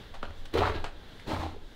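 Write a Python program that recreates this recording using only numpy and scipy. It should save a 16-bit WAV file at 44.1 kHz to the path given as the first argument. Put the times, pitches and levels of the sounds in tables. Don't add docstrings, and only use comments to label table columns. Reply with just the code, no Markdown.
import sys
import numpy as np
from scipy import signal
from scipy.fft import rfft, irfft, next_fast_len
from scipy.io import wavfile

SR = 44100
rng = np.random.default_rng(int(sys.argv[2]) if len(sys.argv) > 2 else 0)


def log_audio(samples):
    frames = np.atleast_2d(samples).T
    limited = np.clip(frames, -1, 1)
    pcm = np.round(limited * 32767).astype(np.int16)
    wavfile.write(sys.argv[1], SR, pcm)


N = 77175

# (frequency [Hz], relative density [dB per Hz])
GRIT_COLOUR = [(300, -6), (1200, 0), (2500, 2.5), (4100, 3), (5200, -11.5), (7000, -20), (10000, -32),
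               (15000, -42)]
# (frequency [Hz], relative density [dB per Hz])
SAND_COLOUR = [(1500, -28), (4000, 4), (6500, 0.5), (10000, -7), (15000, -11.5)]


def amp(db):
    return 10 ** (np.asarray(db) / 20)


def unit(x):
    return x / np.sqrt(np.mean(x ** 2) + 1e-20)


def along(points, hz):
    point_hz, value = np.transpose(points)
    return np.interp(np.log(hz + 1), np.log(point_hz + 1), value)


def curve(rows):
    return np.interp(np.arange(N) / SR, *np.transpose(rows))


def since(start_s):
    return np.maximum(np.arange(N) / SR - start_s, 0)


def ring(t, t60_s, rise_s):
    return np.exp(-np.log(1000) * t / t60_s) * (1 - np.exp(-t / rise_s))


def mode(start_s, db, hz, t60_s, rise_s):
    t = since(start_s)
    return amp(db) * ring(t, t60_s, rise_s) * np.sin(2 * np.pi * hz * t)


def colour(x, points, tilt_db_per_octave=0):
    m = 2 * next_fast_len(N)
    hz = np.fft.rfftfreq(m, 1 / SR)
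    gain_db = along(points, hz) + tilt_db_per_octave * np.log2(np.maximum(hz, 500))
    gain = unit(amp(gain_db))
    cepstrum = irfft(np.log(gain + 1e-6))
    fold = np.r_[1, np.full(m // 2 - 1, 2), np.zeros(m // 2)]
    response = np.exp(rfft(cepstrum * fold))
    return irfft(rfft(x, m) * response)[:N]


def resonate(x, modes):
    contact_hz = 2650
    m = 2 * next_fast_len(N)
    f = np.fft.rfftfreq(m, 1 / SR)
    response = sum(amp(db) * 1j * f * width_hz / (hz * hz - f * f + 1j * f * width_hz)
                   for hz, width_hz, db in modes)
    response = response / (1 + 1j * f / contact_hz) ** 2
    response = response / np.sqrt(np.mean(np.abs(response) ** 2))
    return irfft(rfft(x, m) * response, m)[:N]


def grains(per_s, spread_db):
    chance, size, side = rng.random(N), rng.standard_normal(N), rng.standard_normal(N)
    contact = chance < per_s / SR
    return unit(contact * np.sign(side) * amp(spread_db * np.clip(size, -2, 2)))


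def load(start_s, attack_s, hold_s, release_db_per_s, rise_share=1):
    rise = np.minimum(since(start_s) / (attack_s * rise_share), 1)
    return rise * amp(-release_db_per_s * since(start_s + attack_s + hold_s))


def hiss():
    # (frequency [Hz], relative density [dB per Hz])
    air_colour = [(20, 4.5), (90, -2), (150, -6.5), (280, -9), (460, -9.5), (700, -15), (1250, -19),
                  (1630, -14.5), (2500, -23.5), (3500, -15), (4300, -22), (5200, -29.5), (8000, -39),
                  (15000, -43)]
    # (time [s], level over the base [dB])
    hiss_sway = [(0, 7), (.2, 1), (.45, 3), (.9, -0.5), (1.0, 3), (1.12, 5), (1.4, 3), (1.6, -2),
                 (1.75, 2.5)]
    base_db = -53
    return amp(base_db + curve(hiss_sway)) * unit(colour(rng.standard_normal(N), air_colour))


def camera_rumble():
    # (frequency [Hz], relative density [dB per Hz])
    rumble_colour = [(5, -25.5), (13, 19), (28, 2.5), (50, -6.5), (85, -9.5), (130, -31.5), (400, -57.5)]
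    # (time [s], level over the base [dB])
    rumble_sway = [(0, 3.5), (.25, 7), (.43, 11.5), (.53, 9), (.64, 11), (.8, 19), (.92, 4.5), (1.2, -5),
                   (1.45, 5.5), (1.75, 7)]
    base_db = -49
    return amp(base_db + curve(rumble_sway)) * unit(colour(rng.standard_normal(N), rumble_colour))


def swishes():
    # (centre time [s], width [s], level [dB])
    swings = [(0.391, 0.036, -67.5), (1.17, .075, -71.5), (1.69, 0.12, -72.5)]
    level = sum(amp(db) * np.exp(-((since(0) - centre_s) / width_s) ** 2) for centre_s, width_s, db in swings)
    return level * colour(rng.standard_normal(N), SAND_COLOUR)


def clacks():
    # (time [s], level [dB], tilt [dB per octave], rise [s], ring [Hz], ring boost [dB], scatter t60 [s])
    strikes = [(0.14, -36.5, 1.2, 0.0033, 870, 5.5, 0.15), (.229, -32, -2.1, 0.00024, 1490, 6, 0.13),
               (0.2522, -39, 0.5, 0.0014, 2700, 17, 0.031), (.307, -45.5, 0, .0003, 700, 7, 0.048),
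               (.454, -38.5, 4.5, 0.0034, 1680, 3, 0.063), (.842, -29.5, 0.24, 0.00061, 1955, 6, 0.16),
               (.882, -62, 7, 0.00013, 1490, 16, 0.064), (1.197, -49.5, 4.5, 0.00046, 2030, 15, 0.17)]
    # (frequency [Hz], relative density [dB per Hz])
    clack_colour = [(60, -30.5), (180, -2), (320, -6.5), (480, -2.5), (650, 0.5), (1000, -3.5),
                    (1500, -4.5), (2100, -12), (3000, -10.5), (4200, -15.5), (5300, -23.5), (9000, -33),
                    (15000, -51)]
    strike_t60_s, scatter_db, click_db, ring_width_octaves = 0.0099, -4.5, 1, 0.29
    out = np.zeros(N)
    hz = np.geomspace(30, 16000, 120)
    for start_s, db, tilt, rise_s, ring_hz, ring_db, scatter_t60_s in strikes:
        t = since(start_s)
        direct = 2 * ring(t, strike_t60_s, rise_s)
        scatter = amp(scatter_db) * ring(t, scatter_t60_s, rise_s)
        strike = (direct + scatter) * rng.standard_normal(N)
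        strike[round(start_s * SR)] += amp(click_db) * 0.0016 / rise_s
        ring_bump = np.exp(-(np.log2(hz / ring_hz) / ring_width_octaves) ** 2)
        tone_db = along(clack_colour, hz) + ring_db * ring_bump
        out += amp(db) * colour(strike, np.c_[hz, tone_db], tilt)
    return out


def thumps():
    # (time [s], level [dB], pitch [Hz], t60 [s])
    landings = [(0.296, -32, 82.5, 0.14), (.578, -25, 92.1, 0.37), (0.623, -26, 51.6, 0.21),
                (.695, -25, 72, 0.14), (1.307, -36, 89, 0.063), (1.387, -29, 80, 0.41),
                (1.447, -31.5, 81.6, 0.26)]
    return sum(mode(start_s, db, hz, t60_s, rise_s=0.0043) for start_s, db, hz, t60_s in landings)


def knocks():
    # (time [s], level [dB], pitch [Hz])
    heel_hits = [(0.5403, -17, 330), (0.5527, -10, 437), (0.5633, -16.5, 426), (0.5701, -16, 473),
                 (0.5736, -35, 405), (0.586, -14, 367), (0.606, -26, 338), (1.299, -37, 320),
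                 (1.318, -30.5, 293), (1.546, -34, 370), (1.564, -30.5, 425)]
    return sum(mode(start_s, db, hz, t60_s=0.031, rise_s=0.0016) for start_s, db, hz in heel_hits)


def chinks():
    # (time [s], level [dB], pitch [Hz], t60 [s])
    ringing_stones = [(.229, -38.5, 589.6, 0.13), (.229, -40.5, 807, 0.083), (0.624, -30.5, 1307, 0.28),
                      (.75, -42.5, 1630, 0.4)]
    return sum(mode(start_s, db, hz, t60_s, rise_s=0.0011) for start_s, db, hz, t60_s in ringing_stones)


def cracks():
    # (time [s], level [dB], pitch [Hz])
    slips = [(0.5832, -46, 1100), (.5992, -43, 800), (.6192, -9.5, 710), (.6262, -11, 800),
             (.6345, -8, 1110), (0.656, -9, 1350), (0.675, -10.5, 1090), (1.319, -15, 900),
             (1.365, -17, 1140), (1.42, -19.5, 1170), (1.436, -17.5, 810), (1.4645, -18.5, 770)]
    cycles_per_t60, snap_db = 7.56, -30
    body = sum(mode(start_s, db, hz, cycles_per_t60 / hz, rise_s=0.00063) for start_s, db, hz in slips)
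    snap = sum(amp(db + snap_db) * ring(since(start_s), 0.004, 0.0001) for start_s, db, hz in slips)
    return body + colour(snap * rng.standard_normal(N), GRIT_COLOUR)


def stone_beds(pressure):
    # (frequency [Hz], relative density [dB per Hz])
    rubble_colour = [(100, -7), (350, -7), (600, 5.5), (900, 0.5), (1280, 1), (1500, -9.5), (2000, -6),
                     (2700, -15), (4200, -28), (5500, -36), (15000, -68)]
    # (frequency [Hz], width [Hz], relative level [dB])
    first_bed = [(340, 15, -18), (433, 19, 15), (591, 8.3, 15), (733, 20, 5), (918, 91, 1.5),
                 (1080, 10, -15), (1294, 52, 2.5), (1360, 38, -2)]
    second_bed = [(314, 68, 4), (630, 30, -12), (810, 150, 3.5), (1110, 30, -8)]
    first_bed_db, second_bed_db = -5.5, -8
    first_rubble_db, second_rubble_db = -2.5, -10.5
    between_steps_s = 1.1
    later = since(between_steps_s) > 0
    first = pressure * ~later * grains(per_s=700, spread_db=4.5)
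    second = pressure * later * grains(per_s=2800, spread_db=3)
    rubble = colour(amp(first_rubble_db) * first + amp(second_rubble_db) * second, rubble_colour)
    first_ring = amp(first_bed_db) * resonate(first, first_bed)
    second_ring = amp(second_bed_db) * resonate(second, second_bed)
    return rubble + first_ring + second_ring


def gravel():
    # (time [s], attack [s], hold [s], stone release [dB per s],
    # stones [dB], grit [dB], sand [dB], low scuff [dB])
    presses = [(0.231, .005, 0.0082, 232, -48.5, -55.5, -71, -48),
               (0.527, 0.047, 0.055, 177, -30.5, -43, -56.5, -34),
               (.650, 0.016, 0.026, 400, -38, -47.5, -63, -62),
               (0.738, 0.014, 0.0083, 251, -47, -47, -81, -38),
               (1.259, 0.056, 0.016, 152, -31, -44, -53.5, -34.5),
               (1.388, 0.023, 0.017, 175, -38.5, -51, -63, -41.5)]
    # (time [s], grit [dB], sand [dB], t60 [s])
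    bursts = [(0.537, -35.5, -44.5, 0.054), (0.5735, -47, -47.5, 0.1), (0.582, -29.5, -72, 0.044)]
    # (frequency [Hz], relative density [dB per Hz])
    scuff_colour = [(30, -0.5), (90, 5.5), (150, -5), (250, -0.5), (340, 0), (450, -7), (600, -5.5),
                    (1200, -27.5), (4000, -56)]
    fine_rise_share, fine_release_share, scuff_rise_share = 0.59, 0.84, 0.42
    sand_per_s, sand_spread_db = 5900, 1
    spray_tilt_db_per_octave = 6
    stones, grit, sand, spray, scuff = np.zeros((5, N))
    for start_s, attack_s, hold_s, release, stones_db, grit_db, sand_db, scuff_db in presses:
        fine = load(start_s, attack_s, hold_s, release * fine_release_share, fine_rise_share)
        stones += amp(stones_db) * load(start_s, attack_s, hold_s, release)
        grit += amp(grit_db) * fine
        sand += amp(sand_db) * fine
        scuff += amp(scuff_db) * load(start_s, attack_s, hold_s, release, scuff_rise_share)
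    for start_s, grit_db, sand_db, t60_s in bursts:
        burst = ring(since(start_s), t60_s, rise_s=0.0018)
        grit += amp(grit_db) * burst
        spray += amp(sand_db) * burst
    out = stone_beds(stones)
    out += colour(grit * grains(per_s=2400, spread_db=-1.5), GRIT_COLOUR)
    out += colour(sand * grains(sand_per_s, sand_spread_db), SAND_COLOUR)
    out += colour(scuff * rng.standard_normal(N), scuff_colour)
    out += colour(spray * grains(sand_per_s, sand_spread_db), SAND_COLOUR, spray_tilt_db_per_octave)
    return out


def tunnel(x):
    # (frequency [Hz], t60 [s])
    tail_t60 = [(60, 1.0), (250, 0.97), (500, 0.68), (1200, 0.51), (4000, 0.51), (12000, 0.45)]
    tail_db, walls_db, walls_s = -13.5, -12.5, 0.03
    hz, t, z = signal.stft(rng.standard_normal(SR), SR, nperseg=256)
    decay = amp(-60 * t / along(tail_t60, hz)[:, None])
    tail = signal.istft(z * decay, SR, nperseg=256)[1]
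    tail = tail * np.minimum(np.arange(len(tail)) / SR / walls_s, 1)
    delay_s = 0.002 + rng.random(size=24) * walls_s
    size = rng.standard_normal(size=24)
    walls = np.bincount((delay_s * SR).astype(int), size, len(tail))
    answer = amp(tail_db) * tail / np.linalg.norm(tail) + amp(walls_db) * walls / np.linalg.norm(walls)
    return signal.fftconvolve(x, answer)[:N]


def scene():
    feet = swishes() + clacks() + knocks() + chinks() + cracks() + gravel()
    return (hiss() + camera_rumble() + thumps() + feet + tunnel(feet))[None]


def record(dry):
    top_hz = 15730
    m = next_fast_len(N + SR // 2)
    kept = np.fft.rfftfreq(m, 1 / SR) < top_hz
    return irfft(rfft(dry, m) * kept, m)[..., :N]


dry = scene()
out = record(dry)
log_audio(out)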